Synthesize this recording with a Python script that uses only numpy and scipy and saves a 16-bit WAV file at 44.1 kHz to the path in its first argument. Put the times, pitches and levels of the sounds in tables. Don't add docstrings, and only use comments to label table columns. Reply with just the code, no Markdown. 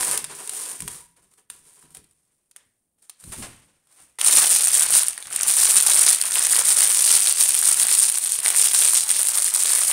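import sys
import numpy as np
from scipy import signal
from scipy.fft import rfft, irfft, next_fast_len
from scipy.io import wavfile
from scipy.ndimage import uniform_filter1d, minimum_filter1d, map_coordinates

SR = 44100
rng = np.random.default_rng(int(sys.argv[2]) if len(sys.argv) > 2 else 0)


def log_audio(samples):
    frames = np.atleast_2d(samples).T
    limited = np.clip(frames, -1, 1)
    pcm = np.round(limited * 32767).astype(np.int16)
    wavfile.write(sys.argv[1], SR, pcm)


def volts(x):
    e = np.asarray(x, float) / 20
    return 10 ** e


N = 437472
CRUSH_S = 4.186


def unit(x):
    return x / np.sqrt(np.mean(x ** 2) + 1e-20)


def along(points, hz):
    f, v = np.transpose(points)
    return np.interp(np.log(hz + 1), np.log(f + 1), v)


def wobble(rate):
    knots = rng.standard_normal(int(N * rate / SR) + 4)
    return map_coordinates(knots, [np.arange(N) * rate / SR])


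def filtered(x, response):
    m = next_fast_len(N + 8192)
    return irfft(rfft(x, m) * response(np.fft.rfftfreq(m, 1 / SR)), m)[:N]


def coloured_noise(spectrum):
    return unit(filtered(rng.standard_normal(N), lambda hz: volts(along(spectrum, hz))))


def strokes(s, held_s, db, rise_db_s, fade_db_s):
    t = np.arange(0, N / SR, .001)[:, None]
    early, late = np.maximum(s - t, 0), np.maximum(t - s - held_s, 0)
    each = db - rise_db_s * early - fade_db_s * late
    total = 10 * np.log10(np.sum(volts(2 * each), axis=1) + 1e-15)
    return np.interp(np.arange(N) / SR, t[:, 0], total)


def clicks(s, gain, hz, cycles, size):
    n = np.arange(size)
    turns = hz[:, None] * n / SR
    wave = gain[:, None] * np.sin(2 * np.pi * turns) * np.exp(-turns / cycles)
    at = (s * SR).astype(int)[:, None] + n
    return np.bincount(at.ravel(), wave.ravel(), N + size + SR)[:N]


def grains(count, hz, octaves, cycles, spread_db, clump_db, size):
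    burst = rng.integers(count // 4, size=count)
    start = rng.random(count) * N / SR
    colour, force = rng.standard_normal(count), rng.standard_normal(count)
    when = np.minimum(start[burst] + .0015 * rng.exponential(size=count), (N - 1) / SR)
    shift = 0.55 * colour[burst] + 0.75 * rng.standard_normal(count)
    pitch = np.clip(hz * 2 ** (octaves * shift), 420, 17000)
    size_db = spread_db * np.minimum(rng.exponential(size=count), 3.5)
    way = rng.choice([-1, 1], count)
    clumps_db = clump_db * (.4 * wobble(70)[(when * SR).astype(int)] + force[burst])
    return unit(clicks(when, way * volts(size_db + clumps_db), pitch, cycles, size))


def jerks(s, db, run_s, count):
    s, db = np.repeat(s, count), np.repeat(db, count)
    draw = rng.random((len(s), 4))
    main = np.arange(len(s)) % count == 0
    late = np.where(main, 0, draw[:, 0] - .15)
    fade_db = np.where(main, 0, -3 - 5 * draw[:, 1] - 9 * np.abs(late))
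    pitch = np.where(main, 8400 * 1.7 ** draw[:, 2], 2800 * 6 ** draw[:, 2])
    way = np.sign(draw[:, 3] - .5)
    return clicks(s + run_s * late, way * volts(db + fade_db - 10.5), pitch, cycles=0.9, size=80)


# start in seconds, hold in seconds, crackle in dB,
# broad folds in dB against the crackle.
GATHER = [
    (4.19, 0.054, -30.5, -2.5),
    (4.272, 0.18, -12, -15),
    (4.5, 0.076, -15, -19.5),
    (4.63, 0.048, -17.5, -12.5),
    (4.738, 0.093, -15, -13),
    (4.937, 0.048, -12.5, -15),
    (5.04, 0.053, -26.5, -23),
    (5.16, 0.09, -40.5, -4),
]
# start in seconds, hold in seconds, crackle in dB,
# broad folds in dB against the crackle.
SQUEEZES = [(5.33, 0.16, -28.5, -5.5), (5.49, 0.021, -16, -19), (5.583, 0.12, -13.5, -16),
            (5.762, 0.051, -12.5, -13.5), (5.87, 0.1, -14, -13.5), (6.021, 0.1, -13, -15.5),
            (6.21, 0.072, -24, -11), (6.337, 0.13, -18, -10), (6.53, 0.066, -15, -11.5),
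            (6.67, 0.05, -14.5, -15.5), (6.792, 0.038, -13, -15), (6.9, 0.17, -16.5, -18),
            (7.11, 0.049, -12.5, -17), (7.21, 0.097, -17, -20.5), (7.402, 0.021, -12.5, -26),
            (7.49, 0.1, -17.5, -26), (7.66, 0.063, -13, -15.5), (7.79, 0.13, -17.5, -13.5),
            (7.92, 0.14, -17.5, -21), (8.12, 0.077, -22.5, -20), (8.25, 0.1, -21.5, -29),
            (8.462, 0.043, -17, -11), (8.571, 0.092, -14.5, -23), (8.737, 0.14, -16.5, -16.5),
            (8.937, 0.043, -14, -27), (9.096, 0.011, -18, -12), (9.16, 0.16, -20.5, -15.5),
            (9.351, 0.04, -16.5, -16), (9.42, 0.053, -20.5, -31), (9.553, .37, -18, -13.5)]


def effort():
    s, held_s, db, folds_db = np.transpose(GATHER + SQUEEZES)
    rise_db_s, fade_db_s, linger = 271, 205, 0.85
    idle_db = -150 * (np.arange(N) < CRUSH_S * SR)
    crackle = strokes(s, held_s, db, rise_db_s, fade_db_s)
    folds = strokes(s, held_s, db + folds_db, linger * rise_db_s, linger * fade_db_s)
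    return crackle + idle_db, folds + idle_db


def crush():
    crackle_db, folds_db = effort()
    fine = grains(count=14000, hz=6590, octaves=0.52, cycles=0.89, spread_db=1.0, clump_db=2.0, size=64)
    rub = volts(2.76 * wobble(60)) * rng.standard_normal(N)
    broad = grains(count=8000, hz=2100, octaves=0.74, cycles=0.95, spread_db=0.0, clump_db=-0.23, size=200)
    return volts(crackle_db - 15) * (fine + 0.64 * rub) + volts(folds_db - 7) * broad


# start in seconds, peak in dB, tightness as treble over
# body in dB.
CREASES = [(4.1888, -26.0, -6.0), (4.2145, -2.0, -4.0), (4.247, 1.0, 0.0), (4.2857, 0.0, -5.0),
           (4.3532, 0.0, 2.0), (4.373, 0.0, 8.0), (4.3997, 0.0, -4.0), (4.5041, -1.0, 9.0),
           (4.5111, -2.0, 4.0), (4.5166, 0.0, 0.0), (4.5257, -2.0, 4.0), (4.5503, -3.0, 1.0),
           (4.5625, 0.0, -1.0), (4.5675, -2.0, 15.0), (4.5951, -5.0, -6.0), (4.6083, -4.0, -1.0),
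           (4.6239, -2.0, -7.0), (4.6377, -5.0, 0.0), (4.6423, 0.0, 1.0), (4.6487, -2.0, 3.0),
           (4.6565, -4.0, 4.0), (4.6725, -5.0, 4.0), (4.6828, -1.0, 0.0), (4.6887, -5.0, -2.0),
           (4.7073, -6.0, 9.0), (4.7453, -3.0, 9.0), (4.8087, 0.0, -3.0), (4.8223, -1.0, -6.0),
           (4.8337, 0.0, 1.0), (4.864, -6.0, -5.0), (4.8877, -7.0, 0.0), (4.9062, -3.0, 15.0),
           (4.9343, -1.0, -2.0), (4.9519, -1.0, -2.0), (4.9671, 0.0, -1.0), (4.9782, 0.0, -3.0),
           (4.9943, 1.0, -11.0), (5.0331, 1.0, -3.0), (5.0834, 0.0, 6.0), (5.1785, -14.0, -11.0),
           (5.2263, -20.0, -13.0), (5.2709, -20.0, -15.0), (5.3268, -11.0, -10.0), (5.3608, -7.0, 2.0),
           (5.3628, 0.0, 6.0), (5.3925, -11.0, -4.0), (5.4107, -8.0, -4.0), (5.4186, -10.0, -2.0),
           (5.4219, -10.0, 0.0), (5.4312, -6.0, 4.0), (5.4331, 1.0, 8.0), (5.4735, -5.0, 1.0),
           (5.487, -3.0, 8.0), (5.4982, -1.0, -1.0), (5.5086, -5.0, 0.0),
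           (5.5129, -1.0, -4.0), (5.5386, 0.0, -1.0), (5.5678, 0.0, 8.0), (5.5718, -4.0, -1.0),
               (5.5997, -6.0, -4.0), (5.6161, 0.0, -3.0), (5.6479, 0.0, -2.0), (5.6528, -1.0, 5.0),
               (5.6902, -1.0, -1.0), (5.6995, -1.0, -4.0), (5.7032, -1.0, 0.0), (5.7089, -2.0, -4.0),
               (5.7461, -4.0, 1.0), (5.7603, -1.0, 2.0), (5.7847, -1.0, -7.0), (5.81, 0.0, 6.0),
               (5.825, -3.0, 9.0), (5.8321, -3.0, 7.0), (5.8644, -2.0, 0.0), (5.8703, -1.0, -2.0),
               (5.8837, -1.0, 0.0), (5.9114, -2.0, 5.0), (5.9586, 0.0, 1.0), (5.9651, 0.0, -1.0),
               (5.9885, -3.0, 3.0), (5.9941, -2.0, 1.0), (6.0174, 0.0, -2.0), (6.0659, -1.0, -2.0),
               (6.1108, 0.0, -4.0), (6.1298, 0.0, 0.0), (6.1477, 0.0, 3.0), (6.2142, 0.0, -6.0),
               (6.2237, -3.0, 0.0), (6.2376, -8.0, 0.0), (6.2551, -7.0, 4.0), (6.3094, -7.0, 0.0),
               (6.3412, -6.0, -12.0), (6.3561, -2.0, 6.0), (6.3933, -5.0, 0.0), (6.4501, -4.0, -13.0),
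               (6.4687, 0.0, 1.0), (6.5096, -3.0, 3.0), (6.5484, -4.0, -3.0), (6.5647, 1.0, -5.0),
               (6.5927, -4.0, 9.0), (6.654, -3.0, -6.0), (6.6862, 0.0, 2.0), (6.7201, -2.0, -1.0),
               (6.7251, 0.0, -1.0), (6.7693, -3.0, 3.0), (6.8056, -2.0, 4.0), (6.82, 0.0, -1.0),
           (6.8302, -1.0, 0.0), (6.8367, -3.0, 0.0), (6.847, 0.0, 0.0), (6.8643, -6.0, -7.0),
              (6.8731, -1.0, -2.0), (6.8768, -3.0, -3.0), (6.8837, -4.0, 1.0), (6.9059, -3.0, -3.0),
              (6.9106, -1.0, 2.0), (6.9274, -3.0, 4.0), (6.9729, -2.0, 8.0), (6.9942, -2.0, -4.0),
              (7.0219, -2.0, -1.0), (7.026, -2.0, -2.0), (7.0518, 1.0, 1.0), (7.0783, 1.0, 2.0),
              (7.1268, 0.0, -4.0), (7.1403, 0.0, -3.0), (7.1532, 0.0, -9.0), (7.1671, -1.0, 5.0),
              (7.1936, -4.0, 2.0), (7.2047, -1.0, -1.0), (7.2144, -4.0, 0.0), (7.2232, -3.0, 0.0),
              (7.2438, -4.0, -5.0), (7.272, -1.0, -9.0), (7.2808, -1.0, -1.0), (7.2956, 0.0, 13.0),
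              (7.3254, 0.0, 8.0), (7.4267, -1.0, 3.0), (7.4365, 0.0, 7.0), (7.4433, -4.0, -1.0),
              (7.4785, -4.0, 3.0), (7.4855, -5.0, 9.0), (7.4893, 0.0, 1.0), (7.4932, 0.0, 8.0),
              (7.5067, -2.0, -1.0), (7.5448, 0.0, -6.0), (7.5503, 0.0, -5.0), (7.5666, -3.0, -1.0),
              (7.5902, -2.0, 17.0), (7.5938, -3.0, 1.0), (7.6147, -3.0, 8.0), (7.6277, -5.0, -8.0),
              (7.6912, 0.0, 1.0), (7.7129, -2.0, -6.0), (7.7434, 0.0, -4.0), (7.7733, -5.0, 4.0),
              (7.7979, -2.0, 7.0), (7.817, 0.0, -7.0), (7.8231, -4.0, 1.0),
           (7.8326, 0.0, 2.0), (7.8689, 0.0, 9.0), (7.8846, -3.0, -2.0), (7.8907, -4.0, -7.0),
               (7.914, -3.0, -3.0), (7.9255, -3.0, -6.0), (7.9328, -1.0, -2.0), (7.9415, -1.0, -2.0),
               (7.951, 0.0, -2.0), (7.9768, -3.0, 5.0), (7.9804, -1.0, 2.0), (7.9875, -2.0, 4.0),
               (7.9909, 0.0, 1.0), (7.998, 0.0, 11.0), (8.0016, -1.0, 2.0), (8.0225, -1.0, -7.0),
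               (8.0281, 0.0, 0.0), (8.0366, -1.0, 10.0), (8.0535, -5.0, -7.0), (8.0845, -3.0, -1.0),
               (8.0912, -4.0, 0.0), (8.0991, 1.0, 0.0), (8.1234, -6.0, 1.0), (8.1421, -6.0, -3.0),
               (8.1748, -6.0, -8.0), (8.1845, -2.0, 7.0), (8.2397, -5.0, 7.0), (8.248, -6.0, 4.0),
               (8.2725, -5.0, -2.0), (8.2781, -6.0, -4.0), (8.2964, -6.0, -3.0), (8.3209, 0.0, 6.0),
               (8.3431, -9.0, 1.0), (8.3894, -5.0, -6.0), (8.4031, -7.0, -6.0), (8.4473, -5.0, 4.0),
               (8.4611, 0.0, -16.0), (8.4817, 0.0, -7.0), (8.5032, 0.0, -1.0), (8.5492, -6.0, -4.0),
               (8.5622, -1.0, 4.0), (8.5747, -4.0, 3.0), (8.5867, -2.0, 1.0), (8.5959, -3.0, -5.0),
               (8.643, 0.0, 3.0), (8.6583, -4.0, -8.0), (8.6722, -1.0, -5.0), (8.7132, -3.0, -10.0),
               (8.7345, -1.0, 6.0),
           (8.7413, -3.0, -6.0), (8.7639, -2.0, -4.0), (8.7882, -2.0, 3.0), (8.7901, 0.0, 3.0),
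             (8.8051, -1.0, -3.0), (8.8172, -4.0, 0.0), (8.8224, 0.0, -8.0), (8.8471, -4.0, 8.0),
             (8.8617, -2.0, -3.0), (8.8779, -1.0, 0.0), (8.8861, 1.0, -6.0), (8.8928, -4.0, 9.0),
             (8.8982, -5.0, 7.0), (8.9346, -3.0, 6.0), (8.9452, 1.0, 7.0), (9.008, -3.0, 5.0),
             (9.0361, -8.0, 2.0), (9.0378, -7.0, -3.0), (9.0929, -7.0, -17.0), (9.104, 1.0, -13.0),
             (9.1078, 1.0, -12.0), (9.1146, 1.0, 4.0), (9.1665, -3.0, -2.0), (9.1944, -3.0, 0.0),
             (9.2157, -1.0, 10.0), (9.2213, -5.0, 0.0), (9.2307, 0.0, 5.0), (9.2535, -7.0, 11.0),
             (9.272, -1.0, 0.0), (9.2864, -1.0, 14.0), (9.3748, -1.0, 18.0), (9.3861, -3.0, -1.0),
             (9.4228, -3.0, -12.0), (9.445, -1.0, 13.0), (9.4611, -7.0, -6.0), (9.4758, -5.0, -5.0),
             (9.5397, -2.0, 17.0), (9.5484, 0.0, 9.0), (9.6015, -4.0, 1.0), (9.6354, 0.0, 10.0),
             (9.7138, -3.0, 5.0), (9.7183, -4.0, -9.0), (9.7514, -3.0, 1.0), (9.7589, -1.0, 1.0),
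             (9.7744, -3.0, 3.0), (9.7859, -3.0, -1.0), (9.7915, -3.0, 7.0), (9.8137, -4.0, 5.0),
             (9.8353, -4.0, -7.0), (9.8738, -6.0, 3.0), (9.8985, -5.0, 8.0), (9.9135, -4.0, -18.0)]


def sharp_creases():
    s, db, tight_db = np.transpose(CREASES)
    draw = rng.random((len(s), 4))
    way, db = np.sign(draw[:, 0] - .5), db - 13
    edge_db, fold_db = db - 5.5 + 0.62 * tight_db, db - 3 - .6 * tight_db
    crack = clicks(s, way * volts(db), 8200 * 1.25 ** draw[:, 3], cycles=1.8, size=80)
    edge = clicks(s, way * volts(edge_db), 12000 * 1.13 ** draw[:, 1], cycles=1.7, size=80)
    fold = clicks(s, way * volts(fold_db), 3000 * 2.2 ** draw[:, 2], cycles=1.0, size=160)
    return crack + edge + fold + jerks(s + .0007, db + 5, run_s=.003, count=7)


def stray_creases(count):
    draw = rng.random((count, 2))
    s = CRUSH_S + (N / SR - CRUSH_S) * draw[:, 0]
    press_db = effort()[0][(s * SR).astype(int)] + 15
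    spread_db = 4 * (2 * draw[:, 1] - 1)
    return jerks(s, -19 + 0.76 * press_db + spread_db, run_s=0.0013, count=6)


# start in seconds, peak in dB, pitch in Hz.
POPS = [(4.2132, -4, 3200), (4.382, -11, 3260), (4.8225, -11, 3000), (4.934, -10, 2970), (5.133, -24, 2760),
        (5.1778, -18.5, 1860), (5.2258, -19, 3500), (5.257, -23, 3420), (5.3095, -30, 1210),
        (5.379, -24, 2800), (5.3865, -20, 1800), (5.4005, -14.5, 2400), (5.4106, -8, 6600),
        (5.433, -1, 5850), (5.925, -12, 3900), (6.215, -8.5, 4500), (6.3572, -5, 2850), (6.705, -5, 5080),
        (6.9915, -3, 5700), (7.109, -10, 2920), (7.273, -2.5, 4080), (7.626, -14, 1590), (8.0385, -8, 5770),
        (8.4476, -20, 1770), (8.461, -6, 2120), (8.503, -16, 3300), (8.5468, -10.5, 2070),
        (8.673, -10, 3220), (8.7464, -8, 5080), (8.8234, -5, 3480), (8.8529, -11, 2670),
        (8.933, -14.5, 1070), (9.5593, -17, 1380), (9.6573, -6, 3660), (9.835, -12, 3410)]


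def panels():
    s, db, hz = np.transpose(POPS)
    return clicks(s, volts(db - 4), hz, cycles=1.6, size=300)


# start in seconds, peak in dB, body in dB against the peak.
TICKS = [(0.0074, -14, -8), (0.029, -16, -1), (0.1122, -12.5, -16), (0.175, -11.5, -29),
         (0.2425, -17.5, -11), (0.474, -23, -28), (0.494, -17.5, -17), (0.804, -20.5, -9),
         (0.821, -24, -14), (0.878, -16, -8.5), (1.337, -48, -9), (1.5007, -25.5, -12), (1.826, -47, 1),
         (1.9057, -46, -23), (1.9255, -51, -24), (1.948, -30.5, -28), (1.9694, -33.5, -26),
         (2.041, -47, -28), (2.1101, -51, -21), (2.512, -41.5, -19), (2.5625, -31, -6),
         (3.0957, -26.5, -17), (3.239, -34, -11), (3.8706, -52, -8), (3.925, -47, -20)]


def sheet_ticks():
    s, db, body_db = np.transpose(TICKS)
    pitch = 1200 * 2.0 ** rng.random(len(s))
    knock = clicks(s, volts(db + body_db + 5), pitch, cycles=0.81, size=300)
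    return jerks(s + .0009, db + 9.5, run_s=.007, count=16) + knock


# start in seconds, hold in seconds, rub in dB,
# body in dB against the rub.
SLIDES = [
    (0.0, 0.14, -24.5, -11),
    (0.33, 0.12, -38.5, -5.5),
    (0.549, 0.17, -32, -13.5),
    (0.909, 0.044, -38.5, -14.5),
    (1.68, 0.13, -53, -10.5),
    (3.235, 0.074, -57, -3),
    (3.93, 0.034, -58.5, -7),
    (4.01, 0.013, -53, -4.5),
]
# start in seconds, rub in dB,
# fade in dB per second, body in dB against the rub.
JOLTS = [(0.299, -53.5, 302, 12), (0.964, -57, 222, -7), (1.166, -60.5, 202, -3), (1.225, -62.5, 95, -5),
         (1.315, -58.5, 248, -7), (1.379, -55.5, 328.5, -5), (1.503, -45.5, 118.5, -12),
         (1.83, -64, 200, 10.5), (1.91, -56, 300, -18), (1.948, -46, 300, -5), (2.03, -66.5, 23, -11),
         (2.563, -57, 215, -0.5), (2.62, -72, 44, -8), (2.985, -69, 32, -4), (3.025, -54.5, 200, -14.5),
         (3.097, -58, 222, -18), (3.2, -49, 54, -20), (3.322, -35.5, 129, -5.5), (3.425, -41, 186, 6),
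         (3.53, -58.5, 68, 3.5), (3.9, -66, 11, -7)]
# start in seconds, hold
# in seconds, thud in dB, fade in dB per second.
BUMPS = [(0.0, 0.018, -50, 150), (0.08, 0.05, -52, 200), (0.22, 0.053, -57, 203), (0.3, .4, -70, 100),
         (0.804, 0.034, -46.5, 170), (1.2, 0.072, -69.5, 96), (1.51, 0.09, -71, 40),
         (1.84, 0.011, -57, 200), (1.973, 0.0056, -50, 302), (2.655, .01, -72.5, 401),
         (3.239, .01, -46.5, 90), (3.381, 0.066, -43, 180), (3.6, 0.011, -69, 87), (4.0, .02, -74, 200),
         (4.33, 0.031, -46, 300), (5.46, 0.03, -49, 300)]
# frequency in Hz, level in dB per Hz.
SHEET = [(30, -30), (200, -1), (400, 2.5), (1000, 4), (3000, -1), (8000, -13), (16000, -31.5)]
THUD = [(30, -15.5), (70, -12), (110, -12.5), (145, -9), (185, -12.5), (260, -17), (800, -40)]


def handling():
    s, held_s, slide_db, slide_body = np.transpose(SLIDES)
    at, jolt_db, jolt_fade, jolt_body = np.transpose(JOLTS)
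    *bump, bump_fade = np.transpose(BUMPS)

    def moved(slide_level, jolt_level):
        slide = volts(strokes(s, held_s, slide_level, rise_db_s=198, fade_db_s=166.5))
        return np.hypot(slide, volts(strokes(at, 0, jolt_level, rise_db_s=2500, fade_db_s=jolt_fade)))

    grit = grains(count=60000, hz=7760, octaves=0.42, cycles=0.24, spread_db=2.0, clump_db=1.5, size=24)
    body = volts(3.2 * wobble(36)) * coloured_noise(SHEET)
    thud_db = strokes(*bump, 2005.5, bump_fade) + 3.3 * wobble(23.05)
    thud = volts(thud_db) * coloured_noise(THUD)
    body_moved = moved(slide_db + slide_body, jolt_db + jolt_body)
    return volts(-11.5) * moved(slide_db, jolt_db) * grit, volts(-4.5) * body_moved * body + thud


def resonance(f, hz, width_hz):
    return 1j * f * width_hz / (hz * hz - f * f + 1j * f * width_hz)


# frequency in Hz, width in Hz, level in dB.
BOX = [
    (150, 6, -4.5),
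    (420, 83, 3),
    (762, 17, -5),
    (964, 71, 2.5),
    (1770, 81, -19),
]


def box(x):
    def hollow(f):
        return sum((-1) ** k * volts(db) * resonance(f, hz, width) for k, (hz, width, db) in enumerate(BOX))

    gone_s = 2.3
    return filtered(x * (np.arange(N) < gone_s * SR), hollow)


# start in seconds, hold in seconds, level in dB,
# rise in dB per second, fade in dB per second.
RIM_DRAG = (0.975, .03, -61, 400, 110)


def hum():
    hz, width_hz, _ = BOX[3]
    wall = unit(filtered(rng.standard_normal(N), lambda f: resonance(f, hz, width_hz) ** 2))
    return volts(strokes(*RIM_DRAG)) * wall


def kneading():
    since_crush_s = np.arange(N) / SR - CRUSH_S
    press_db = 0.45 * np.maximum(effort()[1], -150) - 46.5
    idle_db = -60 * (np.arange(N) < CRUSH_S * SR)
    level_db = press_db - 0.45 * since_crush_s + idle_db + 3.5 * wobble(30)
    return volts(level_db) * coloured_noise(THUD)


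def radiated(x, low_hz, high_hz):
    return filtered(x, lambda f: (1j * f / (1j * f + low_hz)) ** 2 * (1 + 1j * f / high_hz))


# frequency in Hz, time to fall 60 dB in seconds.
ROOM = [(200, 0.64), (800, 0.19), (2000, 0.52), (6000, 0.25), (14000, 0.0071)]


def room(x):
    out, step = np.zeros(N + SR), SR // 5
    for start in range(0, N, step):
        hz, t, z = signal.stft(rng.standard_normal(SR // 3), SR, nperseg=256)
        decay = volts(-60 * t / along(ROOM, hz)[:, None])
        tail = signal.istft(z * decay, SR, nperseg=256)[1]
        answer = signal.fftconvolve(x[start:start + step], tail / np.linalg.norm(tail))
        out[start + 130:][:len(answer)] += answer
    return out[:N]


# frequency in Hz, level in dB per Hz.
AIR = [(30, -0.5), (200, 3), (450, -3.5), (600, -5.5), (1500, -20.5), (6000, -33.5), (16000, -14.5)]


def still_air():
    return volts(-79.5) * coloured_noise(AIR)


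def scene():
    grit, board = handling()
    crackle = crush()
    snaps = sheet_ticks() + panels() + sharp_creases() + stray_creases(count=260)
    near = radiated(grit + crackle + snaps, low_hz=433, high_hz=10200) + board
    near = near + volts(8.0) * box(near)
    hands = kneading()
    air = still_air()
    return (near + hum() + hands + volts(-12.0) * room(near) + air)[None]


def top_cut(x):
    return signal.sosfilt(signal.butter(12, 16810, fs=SR, output="sos"), x)


def record(dry):
    port_hz, width_hz, lift_db, top_hz = 9150, 1150, 5, 15770

    def capsule(f):
        port = port_hz ** 2 / (port_hz ** 2 - f * f + 1j * f * width_hz)
        return port * volts(lift_db * (f / top_hz) ** 3)

    x = filtered(dry[0], capsule)
    swing = np.hypot(x, filtered(x, lambda f: -1j + 0 * f))
    gain = np.minimum(1, 1.05 / (swing + 1e-9))
    x = x * uniform_filter1d(minimum_filter1d(gain, 45), 45)
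    x = filtered(x, lambda f: .5 - .5 * np.tanh((f - top_hz) / 35))
    return top_cut(x[None])


dry = scene()
out = record(dry)
log_audio(out)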